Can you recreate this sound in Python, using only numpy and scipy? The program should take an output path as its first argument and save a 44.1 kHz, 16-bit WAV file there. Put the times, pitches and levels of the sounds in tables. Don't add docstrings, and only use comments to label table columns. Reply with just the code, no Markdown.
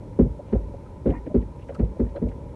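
import sys
import numpy as np
from scipy import signal
from scipy.fft import rfft, irfft, next_fast_len
from scipy.io import wavfile
from scipy.ndimage import map_coordinates

SR = 44100
rng = np.random.default_rng(int(sys.argv[2]) if len(sys.argv) > 2 else 0)


def nominal_scale(level):
    x = np.asarray(level, float) / 20
    return 10 ** x


def int16_out(signal):
    q = np.round(np.clip(np.atleast_2d(signal).T, -1, 1) * 32767)
    wavfile.write(sys.argv[1], SR, q.astype(np.int16))


N = 112455


def unit(x):
    return x / np.sqrt(np.mean(x ** 2) + 1e-20)


def noise(points, size):
    hz, db = np.transpose(points)
    m = next_fast_len(size + 8192)
    bins_hz = np.fft.rfftfreq(m, 1 / SR)
    gain = nominal_scale(np.interp(np.log(bins_hz + 1), np.log(hz + 1), db, left=-120, right=-120))
    return unit(irfft(rfft(rng.standard_normal(m)) * gain, m)[:size])


def around(hz, octaves):
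    return [(hz * 2 ** (k * octaves), -7 * k * k) for k in range(-2, 3)]


def wobble(knots_per_s, size):
    knots = rng.standard_normal(size // 100 + 4)
    return map_coordinates(knots, [np.arange(size) * knots_per_s / SR])


def shape(t, rise_s, hold_s, t60_s):
    attack = (1 - np.exp(-t / rise_s)) ** 2
    return attack * nominal_scale(-60 * np.maximum(t - hold_s, 0) / t60_s)


def add(track, s, x):
    track[round(s * SR):][:len(x)] += x


# (time [s], level [dB])
TRAFFIC_LEVEL = [
    (0.0, -37.5),
    (0.5, -38),
    (0.97, -37.5),
    (1.3, -37),
    (1.45, -38.5),
    (1.73, -38),
    (2.02, -36.5),
    (2.55, -36),
]
# (frequency [Hz], density [dB per Hz])
RUMBLE_SPECTRUM = [(15, -61), (25, -3), (45, -1), (102, -4), (227, -13.5), (273, -11.5), (390, -16.5),
                   (462, -16.5), (581, -15.5), (750, -44.5), (980, -71), (1650, -120)]
HUM_SPECTRUM = [(410, -47.5), (700, -11.5), (780, -9), (845, 0), (1000, 0), (1090, -17), (1280, -15.5),
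                (1680, -22), (2370, -22), (3200, -41.5), (4160, -67), (7040, -120)]
HISS_SPECTRUM = [(1650, -13), (2800, -0.5), (4210, -1.5), (4690, -5), (5530, -3), (7910, -6.5), (9090, -6),
                 (11200, -10.5), (12000, -13), (12200, -31), (15400, -33), (15600, -90)]
HUM_DB, HISS_DB, SWELL_DB = -54.5, -70.5, 1.5


def traffic():
    level_db = np.interp(np.arange(N) / SR, *np.transpose(TRAFFIC_LEVEL))
    rumble_db = level_db + SWELL_DB * wobble(10.21, N)
    hum_db = HUM_DB + 0.62 * (level_db - level_db.mean()) + 0.37 * wobble(6, N)
    hiss_db = HISS_DB + 0.37 * wobble(8.9, N)
    rumble = nominal_scale(rumble_db) * noise(RUMBLE_SPECTRUM, N)
    hum = nominal_scale(hum_db) * noise(HUM_SPECTRUM, N)
    hiss = nominal_scale(hiss_db) * noise(HISS_SPECTRUM, N)
    return rumble + hum + hiss


# (time [s], level [dB])
CREAK_LEVEL = [
    (1.05, -88),
    (1.075, -46),
    (1.09, -55),
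    (1.105, -51),
    (1.12, -46),
    (1.145, -39),
    (1.174, -42.5),
    (1.187, -50),
    (1.2, -80),
]
# (frequency [Hz], width [Hz], level [dB])
REEL_MODES = [(970, 50, -4), (1430, 35, -11), (1853, 78, -2), (2130, 100, -5.5), (2430, 74, -8.5),
              (2830, 40, -13.5)]
SLIPS_PER_S, SLIP_SCATTER_DB = 2600, 2
REEL_TOP_HZ = 3000


def creak():
    t = np.arange(N) / SR
    happens = rng.random(N) < SLIPS_PER_S / SR
    scatter = nominal_scale(SLIP_SCATTER_DB * rng.standard_normal(N))
    level = nominal_scale(np.interp(t, *np.transpose(CREAK_LEVEL), left=-120, right=-120))
    slips = happens * scatter * level

    f = np.fft.rfftfreq(2 * N, 1 / SR)
    body = 0
    for k, (hz, width_hz, db) in enumerate(REEL_MODES):
        damping = 1j * f * width_hz
        body = body + (-1) ** k * nominal_scale(db) * damping / (hz * hz - f * f + damping)
    body = body / (1 + (f / REEL_TOP_HZ) ** 4)
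    return 19 * irfft(rfft(slips, 2 * N) * body, 2 * N)[:N]


# (time [s], level [dB], centre [Hz], length [s])
TICK_EVENTS = [(.524, -56, 2000, .01), (.559, -62, 2450, .003), (.607, -65, 2400, .003),
               (1.055, -54, 1800, .008), (1.069, -53, 2400, .004), (1.097, -48, 2100, .006),
               (1.099, -65, 5400, .002), (1.071, -68, 4500, .002), (1.789, -52, 1800, .008),
               (1.84, -66, 2400, .01), (0.459, -69, 2300, 0.057), (2.085, -62.5, 2240, 0.0085),
               (1.259, -55.5, 1850, 0.013), (1.41, -60, 2500, 0.0067), (1.588, -56, 1940, 0.0052),
               (1.607, -66, 2500, 0.026), (1.683, -51, 1670, 0.015), (1.745, -55, 2700, 0.002),
               (1.745, -53, 1280, 0.008), (1.74, -63, 6500, 0.012), (1.716, -55, 1100, 0.011),
               (1.679, -64.5, 6370, .004), (2.156, -48, 1200, 0.015), (2.158, -50, 2070, 0.0061),
               (2.16, -75, 4180, 0.0079), (2.282, -59, 2400, 0.0079), (2.282, -63.5, 6000, 0.0038),
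               (2.311, -50, 1490, 0.0038)]
TICK_OCTAVES, TICK_T60_S = 0.62, 0.049


def ticks():
    out, t = np.zeros(N + SR), np.arange(SR // 8) / SR
    for s, db, hz, length_s in TICK_EVENTS:
        scrape = noise(around(hz, TICK_OCTAVES), len(t))
        add(out, s, nominal_scale(db) * scrape * shape(t, 0.003, length_s, TICK_T60_S))
    return out[:N]


# (time [s], level [dB], pitch [Hz], contact [s]) further knocks, of the same kind as the plastic
FURTHER_KNOCKS = [
    (.02, -39, 560, .012),
    (.391, -37, 585, .016),
    (.481, -43, 560, .005),
    (.736, -36, 545, .014),
    (2.263, -39, 600, .012),
    (.855, -57, 1280, .016),
    (1.136, -41, 965, .016),
    (1.16, -46, 960, .008),
    (1.62, -63, 2750, .012),
    (1.783, -30, 210, .01),
]
BUCKLE_PINGS = [(.525, -63, 4250, .004), (0.631, -61, 1920, 0.0053), (1.344, -64.5, 4560, 0.0026),
                (1.424, -57.5, 1890, 0.0052), (1.749, -48.5, 1289, 0.017), (1.747, -55, 2700, .004),
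                (1.747, -61.5, 4500, .006), (1.792, -67, 4390, .005), (1.997, -60, 1980, 0.0058),
                (1.997, -70.5, 4300, .005), (2.157, -62, 4050, 0.0093), (2.16, -65, 2625, 0.019),
                (2.065, -61.5, 1850, 0.01), (2.286, -62, 2450, .008)]
PLASTIC_TAPS = [(.535, -29, 150, .04), (1.07, -27, 150, .05), (1.8, -28, 145, .045), (.205, -24, 140, .03),
                (1.822, -30, 480, .018), (1.115, -40, 700, .02), (.548, -25, 520, 0.014),
                (.529, -25, 480, 0.012), (.262, -34, 568, 0.0092), (0.31, -29, 92.6, 0.016),
                (0.2545, -14.5, 135, 0.012), (0.42, -32, 62, 0.02), (1.67, -35, 55, .04),
                (2.151, -34, 336, 0.018), (1.105, -23, 537, 0.0082), (1.262, -24.5, 306, 0.017),
                (1.266, -29, 500, 0.014), (1.3, -39, 600, 0.024), (1.593, -40, 460, 0.0033),
                (1.692, -29.5, 550, 0.017), (1.763, -37, 570, 0.004), (.192, -36, 800, 0.006),
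                (1.135, -35, 280, 0.04), (1.304, -33, 220, 0.021), (1.165, -30, 62, 0.035),
                (1.068, -20, 300.5, 0.015), (2.05, -25.5, 58, 0.014), (1.058, -26, 480, 0.024),
                (1.968, -36.5, 567, 0.0045), (2.151, -32, 555, 0.032), (2.172, -21.5, 54, 0.014)]
RATTLE_DB, RATTLE_OCTAVES = -6, 0.36
PARTNER_RATIO, PARTNER_DB = .9, -13
TAP_WANDER_RAD, TAP_RISE_CYCLES = .6, 0.7
TAP_T60_CYCLES, SHORTEST_T60_S, LONGEST_T60_S = 12, .03, 0.073


def taps():
    out, t = np.zeros(N + SR), np.arange(SR // 2) / SR
    for s, db, hz, contact_s in PLASTIC_TAPS + BUCKLE_PINGS + FURTHER_KNOCKS:
        phase = 2 * np.pi * hz * t
        main = np.sin(phase + TAP_WANDER_RAD * wobble(90, len(t)))
        partner = nominal_scale(PARTNER_DB) * np.sin(phase * PARTNER_RATIO)
        rattle = nominal_scale(RATTLE_DB) * noise(around(hz, RATTLE_OCTAVES), len(t))
        t60_s = np.clip(TAP_T60_CYCLES / hz, SHORTEST_T60_S, LONGEST_T60_S)
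        envelope = shape(t, TAP_RISE_CYCLES / hz, contact_s, t60_s)
        add(out, s, nominal_scale(db) * (main + partner + rattle) * envelope)
    return out[:N]


BOOM_RISE_S = 0.017


def air_swell(t, hz, crest_s, t60_s):
    after_s = t - crest_s
    rise = np.exp(-(after_s / BOOM_RISE_S) ** 2 / 2) * np.minimum(t / .005, 1)
    envelope = np.where(t < crest_s, rise, nominal_scale(-60 * after_s / t60_s))
    return np.cos(2 * np.pi * hz * after_s) * envelope


# (time [s], knock [dB], boom [dB], slap [dB])
BLOWS = [
    (0.188, -13.5, -12.5, -40.5),
    (.5205, -20.5, -40, -46),
    (.5255, -25, -14, -44),
    (1.0559, -19, -15.5, -43),
    (1.0849, -20, -37, -44),
    (1.3424, -16, -14, -43),
    (1.7928, -20, -13, -44.5),
    (1.9942, -19.5, -16.5, -46.5),
    (2.2162, -19, -19.5, -50.5),
]
BLOW_SPOTS = ["seat", "door", "door", "trim", "sill", "seat", "pillar", "seat", "cushion"]
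SPOT_PUSHES = {"seat": [-.95, -.7, 1.05, -.55, -.7, -1.1, -.55, -.3, .12], "cushion": [-1.1, -.7, 1, -.55,
               -.4, -.55, -.3, -.1, .1], "door": [-.25, -1, .5, .25, -.4, .5, -.5, .15, 0], "trim": [-1.1,
               -.8, .4, -.8, -1, -.65, -.1, -.35, -.1], "sill": [.2, .3, .4, -1, -.3, -.6, .2, .2, 0],
               "pillar": [1.2, .8, -.3, .5, .7, .5, -.2, -.2, .1]}
# (frequency [Hz], t60 [s])
PANEL_MODES = [(183, .025), (211, .078), (240.4, .18), (288, .058), (351, .086), (395, .025), (442.5, .084),
               (537, .092), (603, .025)]
# (frequency [Hz], density [dB per Hz])
TAIL_SPECTRUM = [(100, -31.5), (170, -4), (242, -7), (303, -12.5), (441, -11), (524, -20.5), (799, -36),
                 (1100, -47), (1430, -67), (2420, -120)]
SLAP_SPECTRUM = [(410, -46.5), (700, -1), (1170, -12.5), (2100, -21), (4370, -43.5), (5000, -60.5),
                 (7000, -58), (9100, -84.5), (15400, -120)]
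CONTACT_S, PANEL_LAG_S, KNOCK_RISE_CYCLES = .0177, .00207, 1.14
MODE_SCATTER_DB, MODE_WANDER_RAD = .5, .08
TAIL_DB, TAIL_FLUTTER_DB, TAIL_RISE_S, TAIL_T60_S = -8.5, 2.5, 0.0062, .28
BOOM_HZ, BOOM_CREST_S, BOOM_T60_S = 55, .0455, 0.16
SWAY_HZ, SWAY_CREST_S, SWAY_T60_S, SWAY_DB = 95.2, .0445, 0.099, -7.5
SLAP_T60_S = 0.16
REBOUND_S, REBOUND_DB = 0.0766, -14


def panel_ring(t, spot):
    ring = np.zeros(len(t))
    for push, (hz, t60_s) in zip(SPOT_PUSHES[spot], PANEL_MODES):
        scatter = nominal_scale(MODE_SCATTER_DB * rng.standard_normal())
        phase = 2 * np.pi * hz * (t - PANEL_LAG_S) + MODE_WANDER_RAD * wobble(37, len(t))
        envelope = shape(t, KNOCK_RISE_CYCLES / hz, CONTACT_S, t60_s)
        ring += push * scatter * envelope * np.sin(phase)
    return ring


def thumps():
    out, t = np.zeros(N + SR), np.arange(SR // 2) / SR
    boom = air_swell(t, BOOM_HZ, BOOM_CREST_S, BOOM_T60_S)
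    boom = boom + nominal_scale(SWAY_DB) * air_swell(t, SWAY_HZ, SWAY_CREST_S, SWAY_T60_S)
    for (s, knock_db, boom_db, slap_db), spot in zip(BLOWS, BLOW_SPOTS):
        ring = panel_ring(t, spot)
        flutter = nominal_scale(TAIL_DB + TAIL_FLUTTER_DB * wobble(50, len(t)))
        tail = flutter * noise(TAIL_SPECTRUM, len(t)) * shape(t, TAIL_RISE_S, CONTACT_S, TAIL_T60_S)
        slap = noise(SLAP_SPECTRUM, len(t)) * shape(t, 0.0016, .008, SLAP_T60_S)
        add(out, s, nominal_scale(knock_db) * (ring + tail))
        add(out, s, nominal_scale(boom_db) * boom)
        add(out, s, nominal_scale(slap_db) * slap)
        add(out, s + REBOUND_S, nominal_scale(boom_db + REBOUND_DB) * boom)
    return out[:N]


def scene():
    return (traffic() + creak() + ticks() + taps() + thumps())[None]


def low_pass(x):
    return signal.sosfilt(signal.butter(12, 12100, fs=SR, output="sos"), x)


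MIC_LOW_HZ = 35.2
LIMIT, KNEE = 0.96, 2.5


def record(dry):
    low_cut = signal.butter(2, MIC_LOW_HZ, "high", fs=SR, output="sos")
    x = signal.sosfiltfilt(low_cut, dry)
    mix = x / (1 + np.abs(x / LIMIT) ** KNEE) ** (1 / KNEE)
    return low_pass(mix)


dry = scene()
out = record(dry)
int16_out(out)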